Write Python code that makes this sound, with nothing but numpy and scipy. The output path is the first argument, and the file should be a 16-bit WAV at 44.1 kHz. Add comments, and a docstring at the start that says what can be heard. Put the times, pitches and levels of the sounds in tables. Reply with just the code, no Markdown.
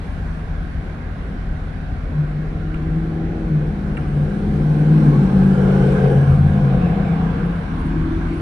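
"""A city crossing, heard from the pavement on a small two-port microphone.
All the while, filtered noise makes the distant traffic and a few steady notes make a car idling nearby.
A V8 pulls up the street and changes gear, its exhaust built from many multiples of one engine rate.
A fuzzy growl lies under it near 3 seconds, and short scratchy contacts tick near 2.7 and 4. Tyre noise swells.
The V8 goes by near 5.8 seconds and eases off; late on, a car pulls away and a brake sings faintly."""
import sys
import numpy as np
from scipy import signal
from scipy.fft import rfft, irfft, next_fast_len
from scipy.io import wavfile
from scipy.ndimage import uniform_filter1d

SR = 44100
rng = np.random.default_rng(int(sys.argv[2]) if len(sys.argv) > 2 else 0)


def digitize_waveform(pressure):
    """Quantize a signal to 16-bit integers and store it at the path in sys.argv[1].

    Rows of a 2-D input are taken as channels; values are limited to [-1, 1].
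    """
    field = np.atleast_2d(pressure).T
    bounded = np.clip(field, -1, 1)
    quanta = np.round(bounded * 32767).astype(np.int16)
    wavfile.write(sys.argv[1], SR, quanta)


N = 370881  # length in samples
TIME = np.arange(N) / SR  # seconds

# Spectra of the noises, from distant rumble to exhaust rasp.
# Each row: frequency in [Hz], relative level in [dB per Hz].
RUMBLE_SPECTRUM = [(10, -37), (22, -21.5), (33, 4), (50, -1.5), (78, -4), (100, -9.5), (125, -11),
                   (175, -9.5), (240, -11.5), (330, -21.5), (500, -23.5), (620, -25), (760, -22.5),
                   (950, -51), (1500, -120)]
WASH_SPECTRUM = [(500, -34), (780, -8), (900, -8), (1100, -5), (1350, -0.5), (1520, 2), (1900, -3),
                 (2200, -5.5), (2700, -12.5), (4000, -18), (7300, -32.5), (8800, -44), (10400, -27.5),
                 (12500, -54)]
TYRE_SPECTRUM = [(400, -25), (730, 0.5), (900, -1), (1080, 2), (1280, -2), (1600, 1.5), (1880, -14.5),
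                 (2170, -9.5), (2560, -11.5), (3100, -17), (4200, -25.5), (7000, -54), (12000, -81.5)]
HISS_SPECTRUM = [(1800, -9), (3800, -2.5), (5500, -5), (7500, -12), (8300, -10), (8800, -5.5), (9500, -13),
                 (11200, -14.5), (12500, -26), (14000, -35.5)]
PUFF_SPECTRUM = [(40, -43), (120, -11.5), (200, -4.5), (280, -4.5), (360, -5), (600, -42.5), (1500, -120)]
RASP_SPECTRUM = [(200, -32), (350, -3.5), (410, -3), (500, 3), (600, -9.5), (730, -3), (900, -22),
                 (1550, -28), (2550, -39), (3050, -27), (3700, -48.5), (9000, -100)]

# How alike the noise is at left and right. Each row: frequency in [Hz], coherence from 0 to 1.
LEFT_RIGHT_LIKENESS = [(60, 0.96), (180, 0.88), (300, 0.99), (520, 0.7), (890, 0.25), (1500, 0.034),
                       (2600, 0.07)]
# Part of the otherwise unrelated noise comes straight from the left, reaching that port first.
DIRECT_SHARE, PORT_LEAD_S = 0.21, .00052
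# Colour of the two ports. Each row: frequency in [Hz], left minus right in [dB].
PORT_COLOUR = [(60, 1), (160, 1.5), (300, 2), (600, 2), (850, -2.5), (1130, 0.5), (1450, -5), (2000, -4.5),
               (2500, -1), (3100, -5), (4400, -4.5), (6500, 1), (8000, -5.5), (9500, 3.5), (12000, -5.5)]
EDGE_HZ = 13600  # upper limit of the sound

# Steady notes of the idling car. Each row: frequency in [Hz], level in [dB].
IDLE_NOTES = [(28.8, -48.5), (43.1, -30.5), (57.6, -41.5), (72, -38.5), (86.3, -34), (115, -44.5),
              (157.6, -36)]

# Engine growls: a fuzzy one under the V8 near 3 s, then a car pulling away late.
# Each row: start in [s], length in [s], crank turns per second at the start in [Hz], level in [dB].
GROWLS = [(2.62, 1.3, 40, -38), (7.583, 1.4, 35.5, -26)]
# What the growls are made of. Each row: multiple of the crank rate [no unit], relative level in [dB].
GROWL_NOTES = [(3, -0.5), (4, 2), (5, -2.5), (6, 2), (6.5, -2.5), (7, 4), (8, 4.5), (8.5, -1.5), (9, 2),
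               (10, -4.5)]
# The higher notes of the growls are muffled. Each row: frequency in [Hz], gain in [dB].
GROWL_MUFFLING = [(345, -2.5), (410, -17)]
REV_PER_S, REV_SPAN = 9, 5.6  # crank turns per s gained each second, and in all
REV_ATTACK_S, REV_RELEASE_S = 0.36, 0.26  # swell and fade

# Swells of tyre noise as cars go by; the one at 5.85 s belongs to the V8's pass. # Each row: peak at [s], time
# scale of the swell in [s], roar at the peak in [dB], hiss at the peak in [dB].
TYRE_SWELLS = [(-.2, 0.55, -45.5, -59), (5.15, 0.42, -39, -53), (5.85, 0.25, -34.5, -50.5),
               (7.1, .65, -35, -59.5), (8.45, .4, -37, -57.5)]
FAR_ROAR_DB, FAR_HISS_DB = -47, -67.5  # steady traffic behind them
HISS_FALL = 0.99  # the hiss follows the swell to this power
# Howl of the tyre tread. Each row: time in [s], pitch in [Hz], level in [dB].
TREAD_HOWL = [(2.4, 772, -66), (3.1, 777.3, -45.5), (4.2, 765.4, -49), (5.3, 819.3, -38.5), (5.7, 770, -39),
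              (6.45, 728, -39.5), (6.75, 727, -32), (7.2, 751, -37), (7.7, 767, -60)]
# A narrow band of tyre roar sings and climbs as the V8 draws level.
# Each row: time in [s], pitch in [Hz], level in [dB].
TYRE_SING = [(4.85, 1036, -68), (5.06, 1061, -36.5), (5.27, 1182, -48), (5.55, 1360, -45),
             (5.92, 1552, -38.5), (6.3, 1688, -45.5), (6.45, 1715, -68)]
PATCHY_DB = 2.1  # unevenness of the tyre roar and the exhaust rasp

# Faint high whine of the passing V8. Each row: time in [s], level in [dB].
BRAKE_WHINE = [(3.7, -99), (4.1, -68.5), (5.4, -74), (6.15, -61.5), (6.7, -70.5), (7.1, -94)]
# Brake squeals. Each row: middle in [s], half-length in [s], level in [dB].
BRAKE_SQUEALS = [(7.5, .1, -68.5), (7.826, 0.098, -63.5), (8.38, 0.079, -62)]

# Small contacts that tick or clack.
# Each row: time in [s], level in [dB], decay constant of the contact in [s], strongest near [Hz].
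TICKS = [(2.7425, -24.5, .0005, 2400), (2.7435, -23, .0008, 1150), (2.7722, -33, .0004, 2250),
         (3.9686, -20, .001, 2550), (3.9728, -23, .0014, 2200), (3.9756, -20, .002, 1370)]
# What the ticks ring with. Each row: pitch in [Hz], relative level in [dB], time to fall by 60 dB in [s].
TICK_MODES = [(1130, -6, 0.014), (1380, -3.5, 0.05), (1890, -6, .016), (2330, -4.5, 0.01),
              (2760, -6, 0.022), (3300, -14, .004), (8550, -5, .0022)]
TICK_FALL_DB = 21.5  # modes an octave or more from the strongest are this much weaker

# The house fronts throw back the sound of the V8 and the ticks.
ECHO_DELAY_S, ECHO_T60_S, ECHO_DB = .02, 1.0, -12.5

# The V8 speeds up in each gear and drops at each change. Each row: time in [s], engine cycles per second in [Hz].
V8_SPEED = [(0, 15.88), (2.0, 18.45), (3.3, 20.42), (3.44, 20.1), (3.58, 18.75), (3.78, 18.12),
            (4.1, 18.22), (5.0, 19.15), (5.24, 17.31), (6.25, 17.2), (6.6, 17.95), (6.88, 15.5),
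            (7.15, 14.95), (7.5, 15.6), (8.0, 14.38), (8.41, 14.62)]
# Its exhaust nears, passes and eases off. Each row: time in [s], overall gain in [dB].
V8_LOUDNESS = [(0, -57.5), (1.9, -46.5), (2.3, -40.5), (3.3, -33), (3.95, -32), (4.55, -27), (5.1, -24),
               (5.6, -27), (6.35, -26), (6.8, -26), (7.45, -28.5), (7.68, -36.5), (8.0, -37), (8.41, -37.5)]
# Leading exhaust notes.
# Each entry: multiple of the cycle rate, then relative level in [dB] and share of a surge that it follows.
LEADING_NOTES = {5: (-7.5, 0), 8: (2.77, 0.98), 9: (-1.1, 0.19), 11: (7.43, -0.43), 13: (-1, 0),
                 14: (-10.5, -1.2), 16: (-7.5, 0.31)}
# The pipe favours some pitches of those notes. Each row: frequency in [Hz], gain in [dB].
PIPE_COLOUR = [(72, 2.5), (86, -6), (122, -17.5), (138, 1), (150, 0), (170, 0.5), (195, 0.5), (225, -5.5),
               (285, -11), (305, 0), (322, 8)]
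# Surges of the firing note. Each row: middle in [s], half-length in [s], lift in [dB].
FIRING_SURGES = [(2.19, 0.082, 22.5), (2.55, 0.2, 10), (2.96, 0.2, 10.5), (3.575, 0.11, 11.5),
                 (4.18, 0.11, 10.5), (4.66, 0.17, 4.5), (4.97, 0.26, 10), (6.12, 0.29, 5), (6.56, 0.39, 9)]
# Single leading notes swell and cancel as the car moves among its echoes; the deep boom of the fifth multiple
# near 6.4 s comes as the tailpipe faces the pavement. # Each entry: multiple of the cycle rate, then rows of
# middle in [s], half-length in [s], lift in [dB].
NOTE_SWELLS = {5: [(6.36, 0.22, 22.5)], 8: [(2.37, 0.048, 8), (3.42, 0.041, -9), (4.35, 0.093, -6),
               (5.65, 0.25, 4)], 11: [(2.65, 0.94, -6), (4.03, 0.087, -16.5), (5.13, .08, -3.5),
               (5.42, 0.27, 3.5), (6.24, 0.048, -23.5), (6.72, 0.21, 4.5), (8.0, 0.063, 6)],
               13: [(5.05, 0.16, 7.5), (6.97, 0.086, 7.5)], 14: [(5.4, 0.38, 12)], 16: [(2.68, 0.1, 3),
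               (5.12, 0.088, 10.5)]}
# The rest of the exhaust note. Each entry: multiple of the cycle rate, relative level in [dB].
OTHER_NOTES = {7: -10, 10: 0.93, 12: 0.75, 15: -2.3, 17: -2, 18: -4.5, 19: -1.5, 20: -0.91, 21: 1.9, 22: 0,
               23: 3.7, 24: -2.7, 25: 1, 26: -10.5, 28: 0, 29: -3, 30: -2.4, 31: -1.5, 41: -6.5, 42: -6.5,
               44: -7, 47: -5}
# The burble rises or dips for a moment. Each row: middle in [s], half-length in [s], lift in [dB].
BURBLE_BUMPS = [(3.25, .3, 0.5), (4.68, 0.14, -4.5), (5.05, 0.12, 1.5), (6.44, 0.23, -6.5)]
# Tailpipe resonances colour the bark. Each row: frequency in [Hz], gain in [dB].
TAILPIPE_COLOUR = [(300, -7.5), (360, -4.5), (400, -1), (450, 0.5), (490, 1), (530, -1), (600, -7.5),
                   (725, -3), (850, -11)]
# The strongest region of the bark climbs during the pass. Each row: time in [s], centre in [Hz].
BARK_FOCUS = [(5.0, 372), (5.8, 400), (6.1, 475), (6.9, 489)]
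FOCUS_DB, FOCUS_WIDTH_HZ = 7, 51
# The bark flares as the tailpipe goes by, drops away and briefly returns.
# Each row: middle in [s], half-length in [s], lift in [dB].
BARK_BEAM = [(5.75, 0.29, 10), (6.1, 0.12, 10.5), (6.42, 0.046, -8.5), (6.77, 0.17, 4)]
BARK_DB = -7


def amp(db):
    """Turns decibels into a gain."""
    return 10 ** (np.asarray(db) / 20)


def unit(x):
    """Scales to an average strength (rms) of 1."""
    return x / np.sqrt(np.mean(abs(x) ** 2) + 1e-20)


def curves(rows):
    """Turns each column of a table into a curve over time."""
    seconds, *columns = np.transpose(rows)
    return [np.interp(TIME, seconds, column) for column in columns]


def at_hz(points, hz):
    """Reads a spectrum on a log-frequency axis."""
    f, value = np.transpose(points)
    return np.interp(np.log(hz + 1), np.log(f + 1), value)


def bell(middle_s, half_s):
    """A smooth rise to 1 and fall."""
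    return np.exp(-((TIME - middle_s) / half_s) ** 2)


def bumps(rows):
    """Adds up bell-shaped lifts in dB over time."""
    return sum(db * bell(middle_s, half_s) for middle_s, half_s, db in rows)


def swell_shape(peak_s, scale_s):
    """A rise to 1 and fall, with the long skirts of a sound that weakens with distance."""
    return 1 / np.hypot(1, (TIME - peak_s) / scale_s)


def drift(rate_hz):
    """Slow random wandering of rms 1, with little above the given rate."""
    slow_rate, count = 400, 4096
    f = np.fft.rfftfreq(count, 1 / slow_rate)
    slow = irfft(rfft(rng.standard_normal(count)) / (1 + (f / rate_hz) ** 4))
    return np.interp(TIME, np.arange(len(slow)) / slow_rate, unit(slow))


def noise(spectrum, patchy_db, size=2048):
    """Two-port noise of rms 1: random spectra in short overlapping frames, with drifting patches."""
    hz = np.fft.rfftfreq(size, 1 / SR)
    hop = size // 4
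    a, b, c, d, patches = rng.standard_normal((5, N // hop + 5, len(hz)), dtype=np.float32)
    patches = uniform_filter1d(patches, size=9, axis=0)  # smooth over time
    patches = unit(uniform_filter1d(patches, size=14, axis=1))  # and over frequency
    alike = at_hz(LEFT_RIGHT_LIKENESS, hz)
    delay = np.exp(-2j * np.pi * hz * PORT_LEAD_S)
    same = alike + (1 - alike) * DIRECT_SHARE * delay
    own = np.sqrt(np.maximum(1 - abs(same) ** 2, 0))
    left = a + 1j * b
    right = same * left + own * (c + 1j * d)
    frames = np.array([left, right]) * amp(at_hz(spectrum, hz) + patchy_db * patches)
    sound = signal.istft(frames.transpose(0, 2, 1), nperseg=size, noverlap=size - hop)[1]
    return unit(sound[:, :N])


def partial(turns, scatter, rate, spread=0):
    """One note near rms 1: direct sound plus wavering street reflections, shifted between the ports."""
    port_shift = spread * drift(4) * np.array([[1], [-1]])
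    angle = 2 * np.pi * (turns + rng.random()) + port_shift
    angle = (angle % (2 * np.pi)).astype(np.float32)
    in_step = (1 + scatter * drift(rate)) * np.cos(angle)
    out_of_step = scatter * drift(rate) * np.sin(angle)
    return (in_step + out_of_step) / np.sqrt(.5 + scatter ** 2)


def street():
    """Distant traffic: low rumble and tyre wash, both shaped noise."""
    rumble = amp(-27.0) * noise(RUMBLE_SPECTRUM, patchy_db=1.5)
    wash = amp(-45.0) * noise(WASH_SPECTRUM, patchy_db=1.1)
    return rumble + wash


def idling_car():
    """A four-cylinder engine ticking over, its speed barely wandering."""
    clock = np.cumsum(1 + 0.0029 * drift(2.5)) / SR
    return sum(amp(db) * partial(hz * clock, scatter=.3, rate=5) for hz, db in IDLE_NOTES)


def engine_growls():
    """A fuzzy growl under the V8, then a car pulling away: wavering notes that climb and then hold."""
    crank_hz, level = np.zeros(N), np.zeros(N)
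    for start, length, start_hz, db in GROWLS:
        t = TIME - start
        crank_hz = np.where(t > 0, start_hz + np.minimum(REV_PER_S * t, REV_SPAN), crank_hz)
        fade = np.minimum(t / REV_ATTACK_S, (length - t) / REV_RELEASE_S)
        level += amp(db) * np.clip(fade, 0, 1)
    turns = np.cumsum(crank_hz) / SR
    growl = 0
    for k, db in GROWL_NOTES:
        gain = amp(db + at_hz(GROWL_MUFFLING, k * crank_hz))
        growl = growl + gain * partial(k * turns, scatter=.8, rate=13, spread=.14)
    return level * unit(growl)


def tyres():
    """Swelling tyre roar and fine hiss, both shaped noise, with tread howl and a singing band."""
    roar_power, hiss_power = amp(FAR_ROAR_DB) ** 2, amp(FAR_HISS_DB) ** 2
    for peak_s, scale_s, roar_db, hiss_db in TYRE_SWELLS:
        swell = swell_shape(peak_s, scale_s)
        roar_power = roar_power + (amp(roar_db) * swell) ** 2
        hiss_power = hiss_power + (amp(hiss_db) * swell ** HISS_FALL) ** 2
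    roar = np.sqrt(roar_power) * noise(TYRE_SPECTRUM, patchy_db=PATCHY_DB)
    hiss = np.sqrt(hiss_power) * noise(HISS_SPECTRUM, patchy_db=2.4)
    # fast, strong wavering turns these two gliding notes into narrow bands
    tread_hz, tread_db = curves(TREAD_HOWL)
    howl = amp(tread_db) * partial(np.cumsum(tread_hz) / SR, scatter=4.1, rate=82, spread=0.46)
    sing_hz, sing_db = curves(TYRE_SING)
    sing = amp(sing_db) * partial(np.cumsum(sing_hz) / SR, scatter=4, rate=56, spread=1.0)
    return howl + sing + roar + hiss


def brake(squeal_hz=9375, whine_hz=8780):
    """A broad, faint whine from the passing car, then a thin, wavering squeal from a brake disc."""
    whine_band = [(7600, -50), (whine_hz - 250, -7), (whine_hz, 0), (whine_hz + 250, -9), (9900, -50)]
    whine = amp(curves(BRAKE_WHINE)[0]) * noise(whine_band, patchy_db=2.5)
    squeal_level = sum(amp(db) * bell(middle_s, half_s) for middle_s, half_s, db in BRAKE_SQUEALS)
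    squeal = squeal_level * partial(squeal_hz * TIME, scatter=0.67, rate=35, spread=0.79)
    return whine + squeal


def ticks():
    """Each tick is a short scratchy contact that rings a few small modes, strongest near one pitch."""
    t = np.arange(SR // 8) / SR
    out = np.zeros((2, N))
    for start, db, length, focus_hz in TICKS:
        for hz, mode_db, t60 in TICK_MODES:
            contact = rng.standard_normal((2, len(t))) * t * np.exp(-t / length)
            mode = np.sin(2 * np.pi * hz * t) * amp(-60 * t / t60) * (1 - np.exp(-t * hz))
            ring = signal.fftconvolve(contact, mode[None], axes=1)[:, :len(t)]
            octaves_away = min(abs(np.log2(hz / focus_hz)), 1)
            gain = amp(db + mode_db - TICK_FALL_DB * octaves_away)
            out[:, round(start * SR):][:, :len(t)] += gain * ring / abs(ring).max()
    return out


def v8_drone(turns, cycle_hz):
    """Leading exhaust notes: a surge lifts the firing note at the cost of some burble above it."""
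    surge_db, drone = bumps(FIRING_SURGES), 0
    for k, (db, share) in LEADING_NOTES.items():
        swell_db = bumps(NOTE_SWELLS.get(k, []))
        note_db = db + at_hz(PIPE_COLOUR, k * cycle_hz) + share * surge_db + swell_db
        drone = drone + amp(note_db) * partial(k * turns, scatter=0.26, rate=10.7, spread=.03)
    return drone


def v8():
    """Eight firings a cycle; uneven banks fill in the other multiples, and firings puff gas from the pipe."""
    cycle_hz = curves(V8_SPEED)[0]
    turns = np.cumsum(cycle_hz * (1 + .004 * drift(9))) / SR
    # the muffler gives the low multiples; the higher bark beams out of the tailpipe
    body, bark, focus_hz = 0, 0, curves(BARK_FOCUS)[0]
    for k, db in OTHER_NOTES.items():
        if k < 20:
            body = body + amp(db) * partial(k * turns, scatter=.36, rate=3, spread=.05)
        else:
            note_hz = k * cycle_hz
            focus = np.exp(-((note_hz - focus_hz) / FOCUS_WIDTH_HZ) ** 2)
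            colour_db = at_hz(TAILPIPE_COLOUR, note_hz) + FOCUS_DB * focus
            bark = bark + amp(db + colour_db) * partial(k * turns, scatter=.28, rate=3, spread=.22)
    # one bank is louder, so the puffs come in three lumps a cycle
    once, lumps, firings = (np.cos(2 * np.pi * k * turns) for k in (1, 3, 8))
    gate = unit(np.exp(.3 * lumps + .25 * once + .2 * firings))
    puffs = gate * noise(PUFF_SPECTRUM, patchy_db=1.0)
    rasp = gate * noise(RASP_SPECTRUM, patchy_db=PATCHY_DB)
    body = amp(-3.5) * unit(body) + amp(-7.5) * puffs
    bark = amp(-2.0) * unit(bark) + amp(-3.5) * rasp
    body = amp(bumps(BURBLE_BUMPS)) * body
    bark = amp(BARK_DB + bumps(BARK_BEAM)) * bark * amp([[1.5], [-1.5]])  # leans to the left
    return amp(curves(V8_LOUDNESS)[0]) * (v8_drone(turns, cycle_hz) + body + bark)


def echoes(x):
    """Adds the sparse, dying reflections of the house fronts, which beat against a gliding note."""
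    t = np.arange(SR) / SR
    sparse = rng.standard_normal(SR) * (rng.random(SR) < 1 / 20)
    taps = sparse * (t > ECHO_DELAY_S) * amp(-60 * t / ECHO_T60_S)
    taps = taps[None] / np.linalg.norm(taps)
    return x + amp(ECHO_DB) * signal.oaconvolve(x, taps, axes=1)[:, :N]


def scene():
    """Everything on the street, with echoes on the V8 and the ticks."""
    background = street() + idling_car() + engine_growls() + tyres() + brake()
    return background + echoes(ticks() + v8())


def record(dry):
    """Each port colours the sound in its own way; then a filter removes the highest frequencies."""
    size = next_fast_len(N + 4096)
    tilt_db = at_hz(PORT_COLOUR, np.fft.rfftfreq(size, 1 / SR))
    port_gain = amp(np.array([tilt_db, -tilt_db]) / 2)
    coloured = irfft(rfft(dry, size) * port_gain, size)[:, :N]
    low_pass = signal.firwin(511, EDGE_HZ, window=("kaiser", 9), fs=SR)
    return signal.oaconvolve(coloured, low_pass[None], "same")


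dry = scene()
out = record(dry)
digitize_waveform(out)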